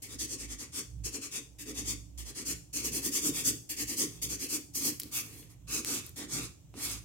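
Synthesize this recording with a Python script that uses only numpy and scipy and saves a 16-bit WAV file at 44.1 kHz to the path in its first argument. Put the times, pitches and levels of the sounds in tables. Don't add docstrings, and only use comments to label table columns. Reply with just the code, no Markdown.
import sys
import numpy as np
from scipy import signal
from scipy.io import wavfile
from scipy.ndimage import uniform_filter1d

SR = 44100
rng = np.random.default_rng(int(sys.argv[2]) if len(sys.argv) > 2 else 0)


def decibels_to_gain(level_db):
    exponent = np.asarray(level_db, float) / 20
    return 10 ** exponent


def wav_record(signal):
    frames = np.transpose(np.atleast_2d(signal))
    bounded = np.clip(frames, -1, 1)
    quanta = np.round(bounded * 32767).astype(np.int16)
    wavfile.write(sys.argv[1], SR, quanta)


N = 310464
TIME = np.arange(N) / SR


def unit(x):
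    return x / np.sqrt(np.mean(x ** 2))


def noise():
    return rng.standard_normal(N)


def walk(rate_hz):
    hold = int(SR / rate_hz)
    steps = np.repeat(rng.standard_normal(N // hold + 1), hold)
    return unit(uniform_filter1d(uniform_filter1d(steps, hold), hold)[:N])


def ring(x, modes, patchy_db=0):
    out = 0
    for centre_hz, width_hz, level_db in modes:
        b, a = signal.iirpeak(centre_hz, centre_hz / (1.55 * width_hz), SR)
        flicker_db = patchy_db * walk(14) if patchy_db else 0
        mode = signal.lfilter(b, a, signal.lfilter(b, a, x))
        out = out + decibels_to_gain(level_db + flicker_db) * mode
    return out


def ports(make, alike):
    alike = np.clip(alike, 0, 1)
    shared = make()
    both = np.array([shared, np.roll(shared, 4)])
    return np.sqrt(alike) * both + np.sqrt(1 - alike) * np.array([make(), make()])


def swell(s, rise, fall, shape, square=1):
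    i, j = max(int((s - rise) * SR), 0), int((s + fall) * SR)
    before = TIME[i:j] < s
    place = (TIME[i:j] - s) / np.where(before, -rise, fall)
    power = np.where(before, shape * square, shape)
    return slice(i, j), 1 - np.clip(place, 0, 1) ** power


# peak_s, half_length_s, shaft_tone_db, overtone_db, duct_drone_db
FAN_SURGES = [(.22, 0.23, -51.5, -57, -65), (0.495, 0.16, -46, -59, -73), (1.007, .17, -41.5, -48, -53.5),
              (1.553, .2, -57.5, -76, -77), (1.902, 0.33, -46, -51.5, -55.5), (2.21, 0.16, -43.5, -60, -68),
              (2.528, 0.16, -50, -54, -55), (2.912, 0.32, -50.5, -56, -53), (3.32, 0.21, -55, -66, -48),
              (3.51, 0.15, -54, -47.5, -45), (3.845, 0.11, -51.5, -56.5, -55), (4.104, 0.14, -62, -54, -49),
              (4.297, 0.19, -49.5, -52.5, -49.5), (4.913, 0.23, -79, -60, -54.5),
              (5.318, 0.51, -74, -57.5, -63), (5.712, 0.22, -52, -60, -59.5), (5.982, 0.27, -66, -61, -58),
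              (6.409, .14, -51.5, -62, -42.5), (6.7, 0.12, -63, -57, -58), (6.945, .17, -49, -51, -52)]
# centre_hz, width_hz, level_db
DUCT_MODES = [(128.8, 19.6, -0.5), (159.8, 13.7, -1)]
# centre_hz, width_hz, level_db
FAN_NOISE = [(292, 20, -68), (30, 110, -68.5), (79.7, 24, -62)]
# centre_hz, width_hz, level_db
AIR_HISS = [(554, 397, -62.5), (1170, 1100, -107), (3470, 2400, -69), (6740, 3100, -65.5),
            (11100, 3100, -70), (15400, 3900, -71)]


def fan():
    idle_db = np.array([-67.5, -65, -62.5])
    power = np.ones((3, N)) * decibels_to_gain(idle_db)[:, None] ** 2
    for s, half_s, *levels_db in FAN_SURGES:
        span, hump = swell(s, half_s, half_s, 1.33)
        power[:, span] += (hump ** 1.62 * decibels_to_gain(levels_db)[:, None]) ** 2
    shaft, overtone, drone = np.sqrt(power)

    tones = 0
    for tone_hz, wobble_hz, size in [(59, 2.5, shaft), (110, 3, overtone)]:
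        phase = 2 * np.pi * np.cumsum(tone_hz + wobble_hz * walk(11)) / SR
        skew = 0.36 * np.array([walk(3.36), walk(6.4)])
        tones = tones + size * np.sqrt(2) * np.sin(phase + skew)

    upper = 0
    for centre_hz, width_hz, level_db in FAN_NOISE:
        band = unit(ring(ports(noise, 0.49), [(centre_hz, width_hz, 0)]))
        upper = upper + decibels_to_gain(level_db + 2.0 * walk(2.9)) * band
    flutter = decibels_to_gain(1 * walk(4.8))
    upper = upper + drone * flutter * unit(ring(ports(noise, 0.96), DUCT_MODES))
    hiss = decibels_to_gain(-69.5) * unit(ring(ports(noise, 0.33), AIR_HISS))
    return tones * decibels_to_gain([[-4.0], [3.0]]) + upper * decibels_to_gain([[-1.5], [1.5]]) + hiss


# centre_hz, decay_t60_s, share_db
ROOM_BANDS = [(366, 0.98, -14.5), (1800, 0.29, -1.5), (6000, 0.57, -17), (13750, 0.35, -10.5)]


def room(x):
    t = np.arange(SR // 2) / SR
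    tail = 0
    for centre_hz, t60_s, share_db in ROOM_BANDS:
        fade = np.exp(-np.log(1000) * t / t60_s) * (t > .004)
        band = ring(rng.standard_normal((2, len(t))), [(centre_hz, centre_hz, 0)])
        tail = tail + decibels_to_gain(share_db) * band * fade / np.sqrt(np.sum(fade ** 2))
    return signal.fftconvolve(x, tail, axes=1)[:, :N]


# start_s, peak_db, ring_hz, width_hz
EDGE_TAPS = [(0.0245, -37, 8660, 6000), (.6794, -50, 5190, 3000), (1.127, -36, 6500, 5000),
             (4.996, -28, 12400, 4000), (4.999, -21, 12300, 4500), (4.9993, -22, 4450, 2980),
             (5.002, -16, 12900, 4470), (5.0046, -26, 12700, 5000), (5.0183, -28.5, 4700, 1500),
             (5.034, -28.5, 4730, 1800), (5.0337, -26, 13500, 4000), (5.4292, -44, 2470, 1500),
             (5.44, -42, 11700, 6000), (5.8477, -15, 10000, 12100), (5.8476, -29, 4760, 4000),
             (6.064, -42, 11700, 6000), (6.0653, -27.5, 12500, 5000), (6.0936, -31, 12800, 5000),
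             (6.0945, -42, 12100, 5000), (6.7412, -39, 905, 800)]


def taps():
    out = np.zeros((2, N))
    length, crack_s = 400, .0004
    for s, peak_db, ring_hz, width_hz in EDGE_TAPS:
        crack = rng.standard_normal((2, length)) * np.exp(-np.arange(length) / (crack_s * SR))
        tick = ring(crack[0] + .5 * crack, [(ring_hz, width_hz, 0)])
        i = int(s * SR)
        out[:, i:i + length] += decibels_to_gain(peak_db) * tick / np.abs(tick).max()
    return out


# fastest_s, level_db, rise_s, board_flex_db
PUSH_STROKES = [(.134, -44.5, 0.064, -5.5), (0.332, -40, 0.058, -6.5), (.524, -44, 0.05, -8.5),
                (0.789, -36.5, 0.072, -10.5), (1.067, -39, 0.032, -9.5), (1.155, -40, 0.041, -2.5),
                (1.367, -36, 0.062, -11), (1.696, -44, 0.049, 1), (1.91, -36, 0.078, -9),
                (2.29, -44.5, 0.047, -7.5), (2.509, -33.5, 0.064, -11.5), (2.869, -35, 0.056, -2),
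                (3.064, -32, 0.055, -6.5), (3.273, -29.5, 0.069, -3.5), (3.48, -28, 0.048, -8.5),
                (3.813, -34.5, 0.055, -8.5), (4.026, -29.5, 0.067, -9.5), (4.33, -36, 0.048, -9),
                (4.546, -31, .066, -10), (4.88, -30, 0.1, -9)]
# fastest_s, level_db, rise_s, board_flex_db
PULL_STROKES = [(0.215, -34.5, .032, -13), (0.419, -42, 0.043, -10), (.617, -41, .037, -8.5),
                (1.238, -41.5, 0.03, -9), (1.788, -39, .049, -6), (2.39, -40, 0.05, -7.5),
                (2.775, -36, 0.022, -8), (2.96, -34, 0.047, -6.5), (3.16, -30.5, 0.048, -14),
                (3.383, -31.5, 0.059, -11), (3.909, -35.5, 0.042, -9.5), (4.43, -38, 0.048, -5.5)]
# fastest_s, level_db, rise_s, fall_s, board_flex_db
EDGE_SWEEPS = [(4.159, -59.5, 0.15, 0.079, -6), (4.744, -51, .012, .012, -26),
               (5.03, -58.5, 0.028, .14, 6.5), (5.175, -35.5, 0.066, 0.052, -17.5),
               (5.337, -55.5, 0.24, 0.18, 1), (5.506, -63.5, 0.023, 0.051, -8),
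               (5.75, -36, 0.081, 0.073, -6.5), (5.907, -33, 0.065, .12, -12.5),
               (6.069, -54.5, 0.1, .046, -5.5), (6.215, -41, 0.057, 0.053, -2.5),
               (6.375, -37, 0.099, .115, -10), (6.755, -59, 0.023, .04, 10.5),
               (6.853, -36.5, 0.099, .15, -13.5)]
# touch_s, level_db, board_flex_db
FILE_LANDINGS = [(.019, -45, -7.5), (1.583, -45, -9), (2.174, -43, -12.5), (2.728, -41.5, -6.5),
                 (3.69, -37, -14), (4.215, -37.5, -8), (4.745, -35, -12), (6.157, -41, -13)]


def strokes():
    push_fall_s, pull_fall_s = 0.038, 0.054
    land_rise_s, land_fall_s = 0.025, 0.045
    brush_below_db = -46
    moves = [(0, s, db, rise, push_fall_s, flex) for s, db, rise, flex in PUSH_STROKES]
    moves += [(1, s, db, rise, pull_fall_s, flex) for s, db, rise, flex in PULL_STROKES]
    moves += [(2 + (db < brush_below_db), s, db, *rest) for s, db, *rest in EDGE_SWEEPS]
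    moves += [(4, s + land_rise_s, db, land_rise_s, land_fall_s, flex) for s, db, flex in FILE_LANDINGS]
    return moves


def stroke_levels():
    fine_db, shape = [0, -0.5, 0, 2.5, 3], [1.37, 1.5, 1.42, 1.2, 1.3]
    nail_db, finger_db = [-9.5, -9, -7, -13, -11.5], [-16, -17.5, -13.5, -20, -20.5]
    usual_db = -36
    fine_gain, nail_loss, finger_loss = 0.078, 0.44, 0.5
    sharpness = np.array([[1], [1], [1.25], [1], [1]])
    power = np.zeros((5, N))
    for kind, s, db, rise, fall, board_db in strokes():
        span, hump = swell(s, rise, fall, shape[kind], 3.2 if kind == 4 else 1)
        extra = db - usual_db
        shares_db = np.array([0, board_db,
                              fine_db[kind] + fine_gain * extra,
                              nail_db[kind] - nail_loss * extra,
                              finger_db[kind] - finger_loss * extra])
        power[:, span] += (hump ** sharpness * decibels_to_gain(db + shares_db[:, None])) ** 2
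    keep = np.exp(-1 / (.016 * SR))
    power[1] = signal.lfilter([1 - keep], [1, -keep], power[1])
    return np.sqrt(power)


def grains():
    grains_per_s, spread_db = 22000, 1.2
    loose = rng.random(N) < grains_per_s / SR
    force = decibels_to_gain(spread_db * rng.exponential(size=N))
    return unit(loose * force * rng.standard_normal(N))


def hand_echo(x):
    level_db, lag_s, drift = -7, 0.000895, 0.17
    bounce = [np.interp(TIME - lag_s * (1 + drift * walk(7)), TIME, port) for port in x]
    return x + decibels_to_gain(level_db) * np.array(bounce)


# centre_hz, width_hz, level_db
HOLLOW_BANDS = [(3720, 1000, 0), (4080, 1000, 0)]
# time_s, share_removed (0-1)
HOLLOW_DEPTH = [(0, .6), (1.0, .8), (2.8, .9), (4.9, .9), (5.7, .45), (7.04, .5)]


def wandering_dip(x):
    lower = np.clip(.5 + 1.2 * walk(11), 0, 1)
    dip = lower * ring(x, HOLLOW_BANDS[:1]) + (1 - lower) * ring(x, HOLLOW_BANDS[1:])
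    return x - np.interp(TIME, *np.transpose(HOLLOW_DEPTH)) * dip


# time_s, fine_bite_db, finger_support_db, left_minus_right_db
HAND_GRIP = [(0, -9, -4, 1.5), (.65, -14.5, 1, 1.5), (1.2, -11, -1, 2.5), (2.4, -9.5, 1, 1),
             (3.0, -5.5, 0.5, 1.5), (3.7, -5.5, -0.5, 1), (4.3, -7.5, 0.5, .7), (5.15, 0.5, 1, -0.5),
             (5.7, -7.5, 2.5, -.7), (6.4, -10.5, 3, -1.2), (7.04, -7, 0.5, -0.7)]
# centre_hz, width_hz, level_db
GRIT_MODES = [(5040, 1220, -5), (5720, 1000, -5), (6500, 1230, 4.5), (7220, 890, 2), (7926, 770, -0.5),
              (8614, 1770, -1)]
# centre_hz, width_hz, level_db
FINE_MODES = [(9840, 4200, -21), (12400, 1800, -8), (13200, 1850, -14), (14400, 4100, -4)]
# centre_hz, width_hz, level_db
NAIL_MODES = [(1929, 387, -1), (2221, 237, -4), (2536, 900, 5), (3470, 870, 4.5)]
# centre_hz, width_hz, level_db
FINGER_MODES = [(580, 210, -9.5), (774, 407, 0.5), (1119, 550, -2.1), (1421, 610, 1.5), (1705, 494, -3.5)]
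# centre_hz, width_hz, level_db
BOARD_MODES = [(251.6, 73, -8.5), (290.2, 66, 3), (352, 102, -4), (418, 37, -11.5)]


def filing():
    speed, board, fine, nail, finger = stroke_levels()
    t, *columns = np.transpose(HAND_GRIP)
    bite_db, support_db, pan_db = (np.interp(TIME, t, column) for column in columns)
    patchy_db = 1.6

    tear = ports(grains, 0.33) * decibels_to_gain(1.8 * walk(45))
    coarse = signal.sosfilt(signal.butter(3, 10000, fs=SR, output="sos"), tear)
    out = speed * unit(ring(coarse, GRIT_MODES, patchy_db))
    out += fine * decibels_to_gain(bite_db) * unit(ring(tear, FINE_MODES, patchy_db))

    knock = ports(grains, 0.51)
    out += nail * unit(ring(knock, NAIL_MODES, patchy_db))
    out += finger * decibels_to_gain(support_db) * unit(ring(knock, FINGER_MODES, patchy_db))
    out = wandering_dip(hand_echo(out) * decibels_to_gain(np.array([pan_db, -pan_db]) / 2))

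    flex = signal.sosfilt(signal.butter(4, 520, fs=SR, output="sos"), ports(noise, 0.89))
    return out + board * decibels_to_gain([[-1.1], [1.1]]) * unit(ring(flex, BOARD_MODES, patchy_db=2.5))


def scene():
    near = filing() + taps()
    return near + room(near) + fan()


def band_limit(x):
    return signal.sosfilt(signal.butter(12, 16830, fs=SR, output="sos"), x)


def record(dry):
    ceiling, top_hz = .26, 15950
    rounded = ceiling * np.tanh(dry / ceiling)
    mix = signal.sosfilt(signal.ellip(8, .2, 45, top_hz, fs=SR, output="sos"), rounded)
    return band_limit(mix)


dry = scene()
out = record(dry)
wav_record(out)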